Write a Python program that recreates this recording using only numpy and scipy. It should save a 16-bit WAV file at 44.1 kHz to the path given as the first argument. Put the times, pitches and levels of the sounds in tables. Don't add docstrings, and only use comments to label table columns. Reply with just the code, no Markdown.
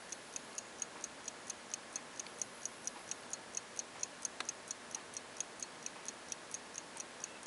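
import sys
import numpy as np
from scipy import signal
from scipy.fft import rfft, irfft, next_fast_len
from scipy.io import wavfile
from scipy.ndimage import uniform_filter1d, map_coordinates

SR = 44100
rng = np.random.default_rng(int(sys.argv[2]) if len(sys.argv) > 2 else 0)


def to_wav(s):
    ch = np.atleast_2d(s).T
    pcm = np.round(np.clip(ch, -1, 1) * 32767)
    wavfile.write(sys.argv[1], SR, pcm.astype(np.int16))


def decibels_to_gain(level_db):
    exponent = np.asarray(level_db, float) / 20
    return 10 ** exponent


N = 328986

# tooth drop in seconds, then levels of drop, lower bridge modes, impulse
# and first rebound in dB.
ENTRY_BEATS = [(.1226, -26, -1.5, -58, -31), (.5807, -22, -15, -56, -30), (1.0397, -21.5, -8, -55, -32.5),
               (1.498, -23, -21, -51, -30.5), (1.9574, -19, -11, -57, -36), (2.4154, -19, -6, -50, -32),
               (2.8736, -19.5, -5.5, -50, -34), (3.3328, -20, -20, -53, -32.5),
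               (3.791, -22, -1, -46.5, -30), (4.2501, -20.5, 0, -48, -31.5), (4.7076, -21.5, 0, -54, -34.5),
               (5.1671, -24.5, -3, -51, -36), (5.6255, -23.5, -7, -51, -38), (6.0836, -23, -7, -51, -33.5),
               (6.5418, -22.5, -14, -53, -32), (7.0, -26.5, -1.5, -49, -31.5), (7.4591, -32, -5, -64, -35)]
# as for the entry pallet, in seconds and dB.
EXIT_BEATS = [(.3615, -19.5, -10, -48, -31.5), (.82, -19.5, -24, -48, -35), (1.279, -24, -7, -50, -29.5),
              (1.7376, -17.5, -8, -47, -46), (2.1957, -23, -6, -50, -31), (2.6542, -20, -4.5, -48, -48),
              (3.1135, -18, -22, -47, -29), (3.5713, -20.5, -5, -42, -31), (4.0314, -23, 1.5, -48, -27.5),
              (4.4884, -22, -1, -54, -33.5), (4.9465, -23.5, -1, -53, -31.5), (5.404, -20, -4, -49, -45),
              (5.8627, -22.5, -2.5, -53, -37), (6.3207, -22, -.5, -49, -43),
              (6.7798, -22.5, -7, -42.5, -42), (7.2391, -22, -6, -51, -36)]
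# unlock and impulse lead the drop, the first rebound follows it, in seconds;
# then the strengths of the parts in each contact, in dB.
ENTRY_PALLET = dict(unlock_s=0.029, impulse_s=.0188, flight_s=0.0039, unlock_db=-54.5, unlock_lower_db=-4.5, unlock_bright_db=3.5, impulse_bright_db=-1.5, bright_db=-13.5, plate_db=-22, band_db=-22, long_db=[-57, -56, -62])
EXIT_PALLET = dict(unlock_s=0.036, impulse_s=.0225, flight_s=0.0025, unlock_db=-57.5, unlock_lower_db=3.5, unlock_bright_db=-1, impulse_bright_db=-11, bright_db=-17.5, plate_db=-14, band_db=-19, long_db=[-60, -65, -59])
# time in seconds, gain in dB of the unlock and of the drop's
FACING = [
    (0, 0),
    (2.5, 1.5),
    (3.5, 0),
    (5.2, 6),
    (7.46, 3),
]
# frequency in Hz, level in dB, t60 in seconds.
UPPER_BRIDGE = [(6390, -6, 0.022), (6530, -2, 0.013), (6630, -13.5, 0.015), (6800, -11.5, 0.017),
                (7700, -29, 0.012)]
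# frequency in Hz, level in dB, t60 in seconds.
LOWER_BRIDGE = [(5140, -13.5, 0.017), (5860, 0, 0.022), (5950, 1.5, 0.011), (5914, -7, 0.023)]
# frequency in Hz, level in dB, t60 in seconds.
BRIGHT_STEEL = [(7860, -3, 0.038), (8650, 5.5, 0.019), (8980, 6.5, 0.0083), (9440, -4, .008),
                (10050, 1.5, 0.024), (10580, -7, 0.025), (10780, 5, 0.016)]
# frequency in Hz, level in dB, t60 in seconds.
BRASS_PLATE = [(2584, 6, 0.028), (2940, -4, 0.026)]
# frequency in Hz, level in dB, t60 in seconds.
MIDDLE_BAND = [(3330, -12.5, 0.028), (3780, -14.5, 0.035), (3940, -24, 0.0082), (4255, 2.5, 0.009),
               (4460, 0, 0.0074)]
# frequency in Hz, t60 in seconds.
LONG_MODES = [(4312, 0.068), (6300, 0.039), (6630, 0.071)]
# time in seconds, frequency in Hz, level in dB.
SINGING_DROPS = [(.123, 6300, -51), (.581, 6630, -45), (0.822, 6630, -44), (1.04, 6630, -43),
                 (1.498, 6300, -49), (1.738, 6300, -51), (1.958, 4312, -49), (2.416, 6630, -42),
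                 (2.655, 6630, -44), (3.114, 6630, -43), (3.333, 6630, -44), (3.333, 4312, -47.5),
                 (3.571, 6630, -46), (3.571, 4312, -47), (3.791, 4312, -50), (4.028, 6630, -40),
                 (4.03, 4312, -51), (4.25, 6300, -38), (4.489, 6300, -38), (4.489, 4312, -51),
                 (4.709, 4312, -47), (5.167, 6300, -52), (5.404, 6630, -49), (5.624, 4312, -42),
                 (6.084, 4312, -55), (6.084, 6300, -47), (6.084, 6630, -47), (6.543, 4312, -47),
                 (6.543, 6630, -41), (6.78, 6630, -50)]
# frequency in Hz, spectral density in dB per Hz.
CRACK_SPECTRUM = [(1500, -40), (2500, 3), (4500, -4), (8000, -9), (11000, -8)]

# time in seconds, level in dB, t60 in seconds.
SNAPS = [
    (4.4032, -30, 0.021),
]
# frequency in Hz, spectral density in dB per Hz.
SNAP_SPECTRUM = [(180, -45), (300, -18), (1590, 1), (2740, -8.5), (4240, -1), (4850, -21), (6080, -6.5),
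                 (6660, -17), (8100, -14), (10900, -30), (14200, -54), (22000, -120)]
# frequency in Hz, level in dB, t60 in seconds.
KNUCKLE_MODES = [(284, -10.5, 0.055), (477, -12, 0.034), (753, -13.5, 0.1), (1030, -1, 0.03),
                 (1680, -1, 0.049), (1360, -2, .03), (2420, -23, .02), (3450, -3, .018), (4460, -5, 0.014),
                 (5000, -8, .012), (6010, -9, 0.026)]
# time in seconds, peak level in dB.
NAIL_TAPS = [
    (0.5305, -49),
    (2.266, -39.5),
    (3.2334, -50),
]
# frequency in Hz, level in dB, t60 in seconds.
LID_MODES = [(2350, -7, .012), (2990, -4, 0.016), (3620, -11, 0.008), (4280, 3, 0.0069), (5000, -17, .007)]
# start, firmest moment and end in seconds, level in dB.
LID_SLIDES = [
    (.3, .45, 1.3, -65),
    (1.2, 1.42, 1.9, -63),
]
# frequency in Hz, level in dB, t60 in seconds.
CREAK_MODES = [(1900, -6, .02), (2650, 0, .04), (3500, -7, .02)]

# frequency in Hz, width in Hz, level in dB.
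CLOCK_RESONANCES = [(780, 190, -6.5), (1043, 105, 3.5), (1260, 340, -4.5), (1780, 99, -2),
                    (2400, 470, -6.5)]
# frequency in Hz, level in dB, t60 in seconds.
CLOCK_KNOCK = [(800, -2, .07), (960, 0, .07)]
# frequency in Hz, spectral density in dB per Hz.
HISS_SPECTRUM = [(15, -63), (25, -25), (229, -5), (266, -4.5), (335, -4.5), (503, -5), (586, -3), (756, -6),
                 (816, -5), (1200, -7.5), (1620, -7), (2630, -12.5), (6580, -17), (7860, -18.5),
                 (10900, -20), (14200, -76), (22000, -120)]
# frequency in Hz, level in dB.
MAINS_HUM = [(240, -71), (480, -72.5), (600, -74.5), (897, -74), (1080, -71.5), (1701, -71)]
# on and off in seconds, level in dB.
CAMERA_DRIVE = [
    (-.1, 0.574, -66),
    (2.24, 3.25, -65.3),
]

SHRINK, LOSS_DB = 0.79, 5.5
SLACK_S, COLOUR_DB, LONG_DB = .0005, 1.5, 3
CRACK_T60_S = .012
CREAK_S, SLIP_S, SLIPS, CREAK_DB = 7.273, .016, 7, -52
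RUB_FADE_DB = 26
CLOCK_S, CLOCK_PERIOD_S = .955, 1.0
CLOCK_DB, CLOCK_KNOCK_DB = -52, -44
AIR_DB = -54
DRIVE_EDGE_S = 0.037
TOP_HZ = 10955
CAMERA_HZ = 24000
IMAGE_DB, IMAGE_HZ, IMAGE_WIDTH_HZ = -29, 13100, 220
IMAGE_GATE_DB, IMAGE_GATE_S = -101.5, .025


def escapement():
    out = np.zeros(N + SR)
    for rows, pallet in ((ENTRY_BEATS, ENTRY_PALLET), (EXIT_BEATS, EXIT_PALLET)):
        for row in rows:
            add(out, *beat(row, pallet))
    for s, hz, db in SINGING_DROPS:
        nearest = min(LONG_MODES, key=lambda mode: abs(mode[0] - hz))
        tone = ring([(hz, db, nearest[1])], scatter_db=0.5, attack=0.0032, detune=0.0013)
        add(out, s, decibels_to_gain(4.5) * tone)
    return out[:N]


def beat(row, pallet):
    s, drop_db, lower_db, impulse_db, rebound_db = row
    luck = rng.standard_normal(12)
    late = SLACK_S * luck[:4]
    facing_db = np.interp(s, *np.transpose(FACING))
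    drop = .05
    out = np.zeros(SR // 4)

    colour_db = np.array([pallet["bright_db"], pallet["plate_db"], pallet["band_db"]])
    colour_db = colour_db + facing_db + COLOUR_DB * luck[4:7]
    add(out, drop, decibels_to_gain(drop_db - 7.0) * (contact(lower_db, *colour_db) + crack(db=-19.5)))

    first = drop + pallet["flight_s"] + late[0]
    second = first + SHRINK * pallet["flight_s"] + late[1]
    rebound = contact(-0.66, bright_db=-8.5, plate_db=-13, band_db=-8.5)
    add(out, first, decibels_to_gain(rebound_db - 5.5) * rebound)
    rebound = contact(-13, bright_db=-13.5, plate_db=-8.5, band_db=-8.5)
    add(out, second, decibels_to_gain(rebound_db - LOSS_DB - 1.0) * rebound)

    levels_db = np.array(pallet["long_db"]) + facing_db + LONG_DB * luck[7:10]
    modes = [(hz, db, t60) for (hz, t60), db in zip(LONG_MODES, levels_db)]
    add(out, drop, decibels_to_gain(7.5) * ring(modes, scatter_db=0, attack=0.0053, detune=0.0024))

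    bright_db = pallet["unlock_bright_db"] + COLOUR_DB * luck[10]
    unlock = contact(pallet["unlock_lower_db"], bright_db, plate_db=-17, band_db=-6)
    add(out, drop - pallet["unlock_s"] + late[2], decibels_to_gain(pallet["unlock_db"] + facing_db + 3.5) * unlock)

    bright_db = pallet["impulse_bright_db"] + COLOUR_DB * luck[11]
    impulse = contact(-2.5, bright_db, plate_db=-13, band_db=-10)
    add(out, drop - pallet["impulse_s"] + late[3], decibels_to_gain(impulse_db + 3.5) * impulse)
    return s - drop, out


def contact(lower_db, bright_db, plate_db, band_db):
    upper = blow(UPPER_BRIDGE, scatter_db=3.5, attack=0.00039, detune=0.0027)
    lower = decibels_to_gain(lower_db + 0.54) * blow(LOWER_BRIDGE, scatter_db=4.5, attack=0.00043, detune=0.015)
    steel = decibels_to_gain(bright_db + 4.0) * blow(BRIGHT_STEEL, scatter_db=3.5, attack=0.0001, detune=0.025)
    brass = decibels_to_gain(plate_db - 4.5) * blow(BRASS_PLATE, scatter_db=-6, attack=0.00038, detune=.012)
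    middle = decibels_to_gain(band_db + 1.6) * blow(MIDDLE_BAND, scatter_db=4, attack=0.00013, detune=0.026)
    return upper + lower + steel + brass + middle


def crack(db):
    t = np.arange(SR // 8) / SR
    noise = unit(filtered(rng.standard_normal(len(t)), lambda hz: decibels_to_gain(along(CRACK_SPECTRUM, hz))))
    return decibels_to_gain(db - 60 * t / CRACK_T60_S) * noise


def blow(modes, scatter_db, attack, detune):
    sound = ring(modes, scatter_db, attack, detune)
    return sound / abs(sound).max()


def ring(modes, scatter_db, attack, detune=0.0048):
    t = np.arange(SR // 8) / SR
    hz, db, t60 = np.transpose(modes)[:, :, None]
    luck = rng.standard_normal((3, len(modes), 1))
    decay = decibels_to_gain(db + scatter_db * luck[0] - 60 * t / t60)
    phase = 2 * np.pi * hz * (1 + detune * luck[1]) * t + 1.38 * luck[2]
    return (decay * np.sin(phase)).sum(0) * (1 - np.exp(-t / attack)) ** 2


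def handling():
    return joint_snap() + nail_taps() + case_creak() + lid_slide()


def joint_snap():
    out, t = np.zeros(N + SR), np.arange(SR // 8) / SR
    for s, db, t60 in SNAPS:
        noise = unit(filtered(rng.standard_normal(len(t)), lambda hz: decibels_to_gain(along(SNAP_SPECTRUM, hz))))
        crackle = noise * decibels_to_gain(-60 * np.maximum(t - .003, 0) / t60) * (1 - np.exp(-t / 0.00024))
        knuckle = decibels_to_gain(-1) * ring(KNUCKLE_MODES, scatter_db=-0.5, attack=0.0026)
        add(out, s, decibels_to_gain(db) * (crackle + knuckle))
    return out[:N]


def nail_taps():
    out = np.zeros(N + SR)
    for s, db in NAIL_TAPS:
        lid = blow(LID_MODES, scatter_db=-2.5, attack=0.00023, detune=0.017)
        add(out, s, decibels_to_gain(db + 4) * (lid + crack(db=-8)))
    return out[:N]


def case_creak():
    out = np.zeros(N + SR)
    for k, (late, size) in enumerate(rng.standard_normal((SLIPS, 2))):
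        slip = decibels_to_gain(CREAK_DB + 1.5 * size) * ring(CREAK_MODES, scatter_db=1.5, attack=.001)
        add(out, CREAK_S + SLIP_S * (k + .1 * late), slip)
    return out[:N]


def lid_slide():
    t = np.arange(N) / SR
    pressure = np.zeros(N)
    for on, firm, off, db in LID_SLIDES:
        pressure += decibels_to_gain(db + np.interp(t, [on, firm, off], [-RUB_FADE_DB, 0, -RUB_FADE_DB], -60, -60))
    hiss = filtered(rng.standard_normal(N), lambda hz: np.exp(-((hz - 6780) / 210) ** 2))
    return pressure * decibels_to_gain(5.9 * wobble(21.1)) * unit(hiss)


def clock():
    out, t = np.zeros(N + SR), np.arange(SR // 4) / SR
    for s in np.arange(CLOCK_S, N / SR, CLOCK_PERIOD_S):
        puff = unit(filtered(rng.standard_normal(len(t)), case_response))
        add(out, s, decibels_to_gain(CLOCK_DB - 60 * t / 0.35) * (1 - np.exp(-t / 0.00057)) * puff)
        add(out, s, decibels_to_gain(CLOCK_KNOCK_DB) * ring(CLOCK_KNOCK, scatter_db=3.5, attack=0.0038, detune=.05))
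    return out[:N]


def case_response(hz):
    total = 0
    for k, (centre, width, db) in enumerate(CLOCK_RESONANCES):
        damping = 1j * hz * width
        total = total + (-1) ** k * decibels_to_gain(db) * damping / (centre * centre - hz * hz + damping)
    return total


def background():
    return mains_hum() + camera_drive() + air_hiss()


def mains_hum():
    t = np.arange(N) / SR
    drift = np.cumsum(rng.standard_normal((len(MAINS_HUM), N)), axis=1) * 1.6e-5
    out = np.zeros(N)
    for (hz, db), turn in zip(MAINS_HUM, drift):
        out += decibels_to_gain(db + 3.5 + 1.3 * wobble(4.6)) * np.sin(hz * (2 * np.pi * t + turn))
    return out


def camera_drive():
    t = np.arange(N) / SR
    running = np.zeros(N)
    for on, off, db in CAMERA_DRIVE:
        running += decibels_to_gain(db) * np.clip(np.minimum(t - on, off - t) / DRIVE_EDGE_S, 0, 1)
    hiss = filtered(rng.standard_normal(N), lambda hz: np.exp(-((hz - 10900) / 550) ** 2))
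    return running * decibels_to_gain(1.5 * wobble(14)) * unit(hiss)


def air_hiss():
    noise = filtered(rng.standard_normal(N), lambda hz: decibels_to_gain(along(HISS_SPECTRUM, hz)))
    return decibels_to_gain(AIR_DB + 1.34) * unit(noise)


def wobble(rate):
    knots = rng.standard_normal(int(N * rate / SR) + 4)
    return map_coordinates(knots, [np.arange(N) * rate / SR])


def filtered(x, response):
    m = next_fast_len(len(x) + 8192)
    return irfft(rfft(x, m) * response(np.fft.rfftfreq(m, 1 / SR)), m)[:len(x)]


def along(points, hz):
    f, db = np.transpose(points)
    return np.interp(np.log(hz + 1), np.log(f + 1), db)


def unit(x):
    return x / np.sqrt(np.mean(x ** 2) + 1e-20)


def add(track, s, sound):
    track[round(s * SR):][:len(sound)] += sound


def scene():
    return (escapement() + handling() + clock() + background())[None]


def top_cut(x):
    return signal.sosfilt(signal.butter(12, 13550, fs=SR, output="sos"), x)


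def record(dry):
    limited = filtered(dry[0], lambda hz: decibels_to_gain(-np.clip((hz - TOP_HZ) * 0.085, 0, 70)))
    mirror = dry[0] * np.cos(2 * np.pi * CAMERA_HZ * np.arange(N) / SR)
    leak = lambda hz: decibels_to_gain(IMAGE_DB) * np.exp(-((hz - IMAGE_HZ) / IMAGE_WIDTH_HZ) ** 2)
    image = filtered(mirror, leak)
    power = uniform_filter1d(image ** 2, round(IMAGE_GATE_S * SR))
    image = image * (power > decibels_to_gain(2 * IMAGE_GATE_DB))
    return top_cut((limited + image)[None])


dry = scene()
out = record(dry)
to_wav(out)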